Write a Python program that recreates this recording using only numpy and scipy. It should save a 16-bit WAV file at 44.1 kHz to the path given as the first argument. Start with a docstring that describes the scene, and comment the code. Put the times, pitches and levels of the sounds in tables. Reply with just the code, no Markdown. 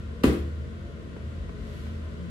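"""A small tiled restroom: a raised plastic toilet seat knocks once against its lid, about a metre away.
Hard edges clack together, the seat rings and the lid flexes with a thump. The room answers with
a short bright tail, a low bloom and standing waves. Ventilation hums and hisses throughout;
soft swells of rumble, three faint knocks and a light rustle follow."""
import sys
import numpy as np
from scipy import signal
from scipy.fft import rfft, irfft, next_fast_len
from scipy.io import wavfile

SR = 44100
rng = np.random.default_rng(int(sys.argv[2]) if len(sys.argv) > 2 else 0)


def file_out(sig):
    """Save sig as 16-bit WAV at sys.argv[1]."""
    # one column per channel
    cols = np.atleast_2d(sig).T
    # limit, then scale
    lim = np.clip(cols, -1, 1)
    pcm = np.round(lim * 32767).astype(np.int16)
    wavfile.write(sys.argv[1], SR, pcm)


N = 101429

# stereo image of the room: f/Hz, left-right correlation, L-R/dB
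STEREO_IMAGE = [(59, 0.96, 2), (255, 0.7, 4.2), (463, 0.59, -0.8), (920, -0.19, 3.5), (1890, -0.26, 2.5),
                (4400, 0.11, 1.5), (9000, -0.11, 0)]
ROOM_LOW_T60_S, ROOM_HIGH_T60_S, ROOM_SPLIT_HZ = 0.51, 0.33, 5100
RIPPLE_DB, RIPPLE_DELAY_S, RIPPLE_FROM_HZ = 2.05, .008, 550

# tone of the rushing air: f/Hz, relative level/dB
AIR_EQ = [(20, -52), (40, -7), (60, 1.5), (100, 1), (200, -9.5), (300, -11.5), (450, -16), (640, -21.5),
          (800, -31.5), (1030, -21.5), (1450, -25.5), (2000, -25), (2400, -30), (3100, -28), (4600, -36),
          (5600, -40), (7500, -42), (11500, -49.5), (13500, -60), (16000, -68)]
# fader ride on its hiss: t/s, level/dB
HISS_RIDE = [(0, -1), (.6, -1.5), (1.05, -2), (1.3, -0.5), (1.55, -1), (1.72, 3), (1.86, 3), (2.0, 0),
             (2.3, 0)]
AIR_DB, HISS_FROM_HZ = -41, 1430
# duct resonances: f/Hz, half width/Hz, rms level/dB
DUCT_MODES = [(53.2, 4.3, -49), (132.9, 3.9, -48.5), (176.75, 3, -47), (223.3, 6, -48.5), (268.5, 6, -58.5),
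              (342.5, 8.6, -57), (417, 5.4, -57.5), (474.4, 25, -55.5), (564, 8.7, -59.5),
              (632, 4.8, -63.5), (682.5, 13, -64.5), (1045, 9.3, -69.5), (1390, 27, -63.5), (1505, 21, -64)]
# fader ride on the hum: t/s, relative level/dB
HUM_RIDE = [(0, -36), (.12, -32.5), (.19, -49), (.4, -29), (.47, -30), (.64, -32), (.73, -38.5), (.84, -36),
            (.93, -44.5), (1.0, -44), (1.14, -43), (1.25, -32), (1.33, -37.5), (1.41, -36), (1.68, -44),
            (1.85, -34.5), (2.05, -32.5), (2.27, -42)]
HUM_HZ, HUM_WANDER_HZ, HUM_DB = 76.8, 2, -2.5

# plastic contacts within the one knock: t/s, relative level/dB, tilt/(dB per octave)
CONTACT_HITS = [(0.234, -9, -2.5), (0.2365, -.5, -.5), (0.241, -4, .6), (0.254, -9, 1.6), (0.279, -17, 1.8),
                (0.331, -20, 2.6)]
HARDEST_HIT_S = CONTACT_HITS[1][0]
# tone of a contact: f/Hz, relative level/dB
CLACK_EQ = [(40, -31), (150, -10), (300, -6), (460, 4), (600, -5), (780, -9.5), (900, -8.5), (1150, -4.5),
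            (1600, -8), (2400, -12), (3300, -14), (6000, -24.5), (10500, -24), (15500, -32)]
CLACK_DB, CLACK_DIRECT_DB, CLACK_T60_S = 17.5, -4.5, 0.034
# tone of the hardest contact's snap: f/Hz, level/dB
SNAP_EQ = [(800, -27), (2800, 6), (5500, -15), (15000, -13)]
SNAP_T60_S = 0.0094
# modes of the seat: f/Hz, relative level/dB, T60/s, L-R/dB
SEAT_MODES = [(1006, 4.5, 0.15, 12), (1170, 12.5, 0.051, 15), (1600, -8.5, 0.12, 3), (1785, -9, 0.14, 5),
              (1990, -6.5, 0.2, 3), (2330, -23, 0.19, 3), (2985, -6, 0.17, 7)]
SEAT_DB, SEAT_RISE_S = -37.5, 0.00057
# modes of the lid: f/Hz, relative level/dB, T60/s
LID_MODES = [(93, -11.5, 0.056), (265.7, 3.5, 0.05), (331, 4.5, 0.028), (403, -11, 0.085)]
THUMP_S, THUMP_RISE_S, THUMP_DB = .2414, .005, -1

# tone of the thump's reflections: f/Hz, relative level/dB
BLOOM_EQ = [(60, -37), (150, -15), (210, 2), (330, 4), (480, -11), (660, -8), (770, -5.5), (900, -25),
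            (1500, -48)]
BLOOM_DB, BLOOM_LAG_S, BLOOM_RISE_S, BLOOM_T60_S = 21.5, 0.0055, 0.014, 0.48
# standing waves of the room: f/Hz, relative level/dB, T60/s, L-R/dB
WAVE_MODES = [(132.2, 4, 0.26, 4.5), (192.2, 3.5, 0.275, -3), (224, 5.5, 0.27, 6), (235.6, 5, 0.22, 6),
              (269.3, -2, 0.31, -6), (294.7, 4.5, 0.36, -0.5), (335.3, -3.5, 0.44, 1),
              (344, -1.5, 0.47, 6.5), (386.7, -1.5, 0.32, 0), (409.3, -7, 0.39, -10), (428, -4.5, 0.356, 6),
              (468.5, -5.5, 0.36, 0), (509, -14.5, 0.49, 18), (517, -11.5, 0.27, -8), (629, -18, 0.45, 3)]
WAVES_DB, WAVES_LAG_S, WAVES_RISE_S = -19, 0.0123, 0.041
BOOM_HZ, BOOM_DB, BOOM_LAG_S, BOOM_RISE_S, BOOM_T60_S = 69, -13, 0.0261, 0.0093, 0.24

# swells of rumble: t/s, half length/s, f/Hz, rms level at the crest/dB
RUMBLE_SWELLS = [(1.4, 0.058, 52, -36.5), (1.62, 0.1, 53, -35.5), (1.9, 0.067, 53, -44),
                 (0.691, 0.054, 223, -43.5), (2.28, 0.1, 175, -36.5)]
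RUMBLE_WIDTH_HZ = 6.3
# faint later knocks: t/s, relative level/dB, tilt/(dB per octave)
KNOCK_HITS = [(1.164, -9, -2), (1.493, -11.5, 3), (1.866, -15, 4.5)]
# their dull tone: f/Hz, relative level/dB
KNOCK_EQ = [(60, -15), (150, -3), (400, 1.5), (700, -1.5), (1200, -9), (2000, -17), (5000, -41),
            (14000, -63)]
KNOCK_DB, KNOCK_SEND_DB, KNOCK_T60_S = 10, -13, 0.031
# tone of the rustle: f/Hz, relative level/dB
RUSTLE_EQ = [(500, -18), (2000, -4), (3200, -5), (4500, 1), (6000, -3), (8000, -16), (11500, 9),
             (15500, -23)]
RUSTLE_S, RUSTLE_HALF_LENGTH_S, RUSTLE_DB = 1.78, 0.15, -70
LOW_CUT_HZ, HIGH_CUT_HZ = 30, 15650

TIME = np.arange(N) / SR
FREQS = np.fft.rfftfreq(N, 1 / SR)
SIDES = np.array([[1], [-1]])  # left, right


def gain(db):
    """Decibels to gain."""
    return 10 ** (np.asarray(db) / 20)


def unit_rms(x):
    """Scale to rms 1."""
    return x / np.sqrt(np.mean(x ** 2))


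def curve(table, hz=FREQS, column=1):
    """Read a table column along a log-frequency axis."""
    rows = np.array(table, float)
    return np.interp(np.log(np.maximum(hz, 1)), np.log(rows[:, 0]), rows[:, column])


def ride(table):
    """A fader move, in dB at every sample."""
    return np.interp(TIME, *np.array(table).T)


def equalise(x, db):
    """Minimum-phase EQ with the given dB in each bin."""
    cepstrum = irfft(np.log(gain(db)), N)
    cepstrum[1:N // 2] *= 2
    cepstrum[N // 2:] = 0
    return irfft(rfft(x) * np.exp(rfft(cepstrum)), N)


def diffuse_noise():
    """White noise from all around: narrow in the bass, wide in the treble."""
    size = next_fast_len(N, real=True)
    hz = np.fft.rfftfreq(size, 1 / SR)
    correlation = np.clip(curve(STEREO_IMAGE, hz), -1, 1)
    mid, side = rfft(rng.standard_normal((2, size)))
    pair = mid * np.sqrt((1 + correlation) / 2) + SIDES * side * np.sqrt((1 - correlation) / 2)
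    balance = gain(SIDES * curve(STEREO_IMAGE, hz, column=2) / 2)
    return irfft(pair * balance, size)[:, :N]


def decay(start, t60):
    """Exponential decay from a start time."""
    age = TIME - start
    return (age >= 0) * np.exp(-np.log(1000) * np.maximum(age, 0) / t60)


def ring(start, hz, t60, rise):
    """One mode that builds up and dies away."""
    age = np.maximum(TIME - start, 0)
    return -np.sin(2 * np.pi * hz * age) * (1 - np.exp(-age / rise)) * decay(start, t60)


def burst(start, t60):
    """A decaying noise burst of unit energy."""
    return unit_rms(diffuse_noise() * decay(start, t60)) / np.sqrt(N)


def wall_ripple():
    """Early reflections off nearby walls make the treble uneven; dB in each bin."""
    echoes = rng.standard_normal(N) * (TIME < RIPPLE_DELAY_S)
    return RIPPLE_DB * unit_rms(rfft(echoes).real) * FREQS ** 2 / (FREQS ** 2 + RIPPLE_FROM_HZ ** 2)


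def vent_air():
    """Air rushes through the vent, its hiss drifting in level."""
    tone = curve(AIR_EQ) + .5 * wall_ripple()
    air = gain(AIR_DB) * unit_rms(equalise(diffuse_noise(), tone))
    hiss = irfft(rfft(air) * FREQS ** 2 / (FREQS ** 2 + HISS_FROM_HZ ** 2), N)
    return air + hiss * (gain(ride(HISS_RIDE)) - 1)


def vent_duct():
    """The air flow keeps narrow resonances ringing."""
    flow = rfft(diffuse_noise())
    return sum(gain(db) * unit_rms(irfft(flow / (1 + ((FREQS - hz) / width) ** 2), N))
               for hz, width, db in DUCT_MODES)


def vent_hum():
    """The ventilation's low hum wavers in pitch and level."""
    wander = unit_rms(irfft(rfft(rng.standard_normal(N)) * np.exp(-(FREQS / 6) ** 2), N))
    pitch = HUM_HZ + HUM_WANDER_HZ * wander
    hum = unit_rms(np.sin(2 * np.pi * np.cumsum(pitch) / SR))
    return hum * gain(HUM_DB + ride(HUM_RIDE))


def clack():
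    """Hard plastic edges meet in quick succession; the hardest contact opens with a snap."""
    octaves = np.log2(np.maximum(FREQS, CLACK_EQ[0][0]) / 1500)
    tone = curve(CLACK_EQ) + CLACK_DB + wall_ripple()
    mix = equalise(burst(HARDEST_HIT_S, SNAP_T60_S), curve(SNAP_EQ))
    for start, db, tilt in CONTACT_HITS:
        hit = gain(CLACK_DIRECT_DB) * burst(start, CLACK_T60_S) + tile_reverb(start)
        mix += equalise(hit, tone + db + tilt * octaves)
    return mix


def tile_reverb(start):
    """Dense reflections off the tiles, at unit energy; the treble dies first."""
    noise = diffuse_noise()
    low = signal.lfilter(*signal.butter(1, ROOM_SPLIT_HZ, fs=SR), noise)
    tail = low * decay(start, ROOM_LOW_T60_S) + (noise - low) * decay(start, ROOM_HIGH_T60_S)
    return unit_rms(tail) / np.sqrt(N)


def seat_ring():
    """The hardest contact rings the plastic seat."""
    return sum(gain(SEAT_DB + db + SIDES * pan / 2) * ring(HARDEST_HIT_S, hz, t60, SEAT_RISE_S)
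               for hz, db, t60, pan in SEAT_MODES)


def lid_thump():
    """The lid flexes for a few cycles and gives the hit its body."""
    return sum(gain(THUMP_DB + db) * ring(THUMP_S, hz, t60, THUMP_RISE_S) for hz, db, t60 in LID_MODES)


def bloom():
    """The thump comes back from the walls as a dense low tail."""
    start = THUMP_S + BLOOM_LAG_S
    attack = 1 - np.exp(-np.maximum(TIME - start, 0) / BLOOM_RISE_S)
    return equalise(burst(start, BLOOM_T60_S) * attack, curve(BLOOM_EQ) + BLOOM_DB)


def standing_waves():
    """The thump sets the air between the walls ringing; the lowest mode booms in late."""
    start = THUMP_S + WAVES_LAG_S
    waves = sum(gain(WAVES_DB + db + SIDES * pan / 2) * ring(start, hz, t60, WAVES_RISE_S)
                for hz, db, t60, pan in WAVE_MODES)
    boom = gain(BOOM_DB) * ring(THUMP_S + BOOM_LAG_S, BOOM_HZ, BOOM_T60_S, BOOM_RISE_S)
    return waves + boom


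def rumble():
    """Narrow bands of low noise softly swell and sink."""
    spectrum = rfft(diffuse_noise())
    mix = np.zeros((2, N))
    for crest, half_length, hz, db in RUMBLE_SWELLS:
        band = unit_rms(irfft(spectrum * np.exp(-((FREQS - hz) / RUMBLE_WIDTH_HZ) ** 2), N))
        mix += gain(db) * band * np.exp(-((TIME - crest) / half_length) ** 2)
    return mix


def faint_knocks():
    """Dull knocks with a touch of the same tiled room."""
    octaves = np.log2(np.maximum(FREQS, KNOCK_EQ[0][0]) / 1000)
    mix = np.zeros((2, N))
    for start, db, tilt in KNOCK_HITS:
        hit = burst(start, KNOCK_T60_S) + gain(KNOCK_SEND_DB) * tile_reverb(start)
        mix += equalise(hit, curve(KNOCK_EQ) + KNOCK_DB + db + tilt * octaves)
    return mix


def rustle():
    """A soft bright rustle, as of someone shifting."""
    swell = np.exp(-((TIME - RUSTLE_S) / RUSTLE_HALF_LENGTH_S) ** 2)
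    return gain(RUSTLE_DB) * unit_rms(equalise(diffuse_noise(), curve(RUSTLE_EQ))) * swell


def scene():
    """The seat hit and its room over a bed of ventilation, then small background sounds."""
    bed = vent_air() + vent_duct() + vent_hum()
    hit = clack() + seat_ring() + lid_thump() + bloom() + standing_waves()
    return bed + hit + rumble() + faint_knocks() + rustle()


def record(dry):
    """Master EQ: thin the deepest bass and cut the top steeply."""
    thinned = irfft(rfft(dry) * (1 - np.exp(-(FREQS / LOW_CUT_HZ) ** 2)), N)
    high_cut = signal.ellip(12, .2, 80, HIGH_CUT_HZ, fs=SR, output="sos")
    return signal.sosfilt(high_cut, thinned)


dry = scene()
out = record(dry)
file_out(out)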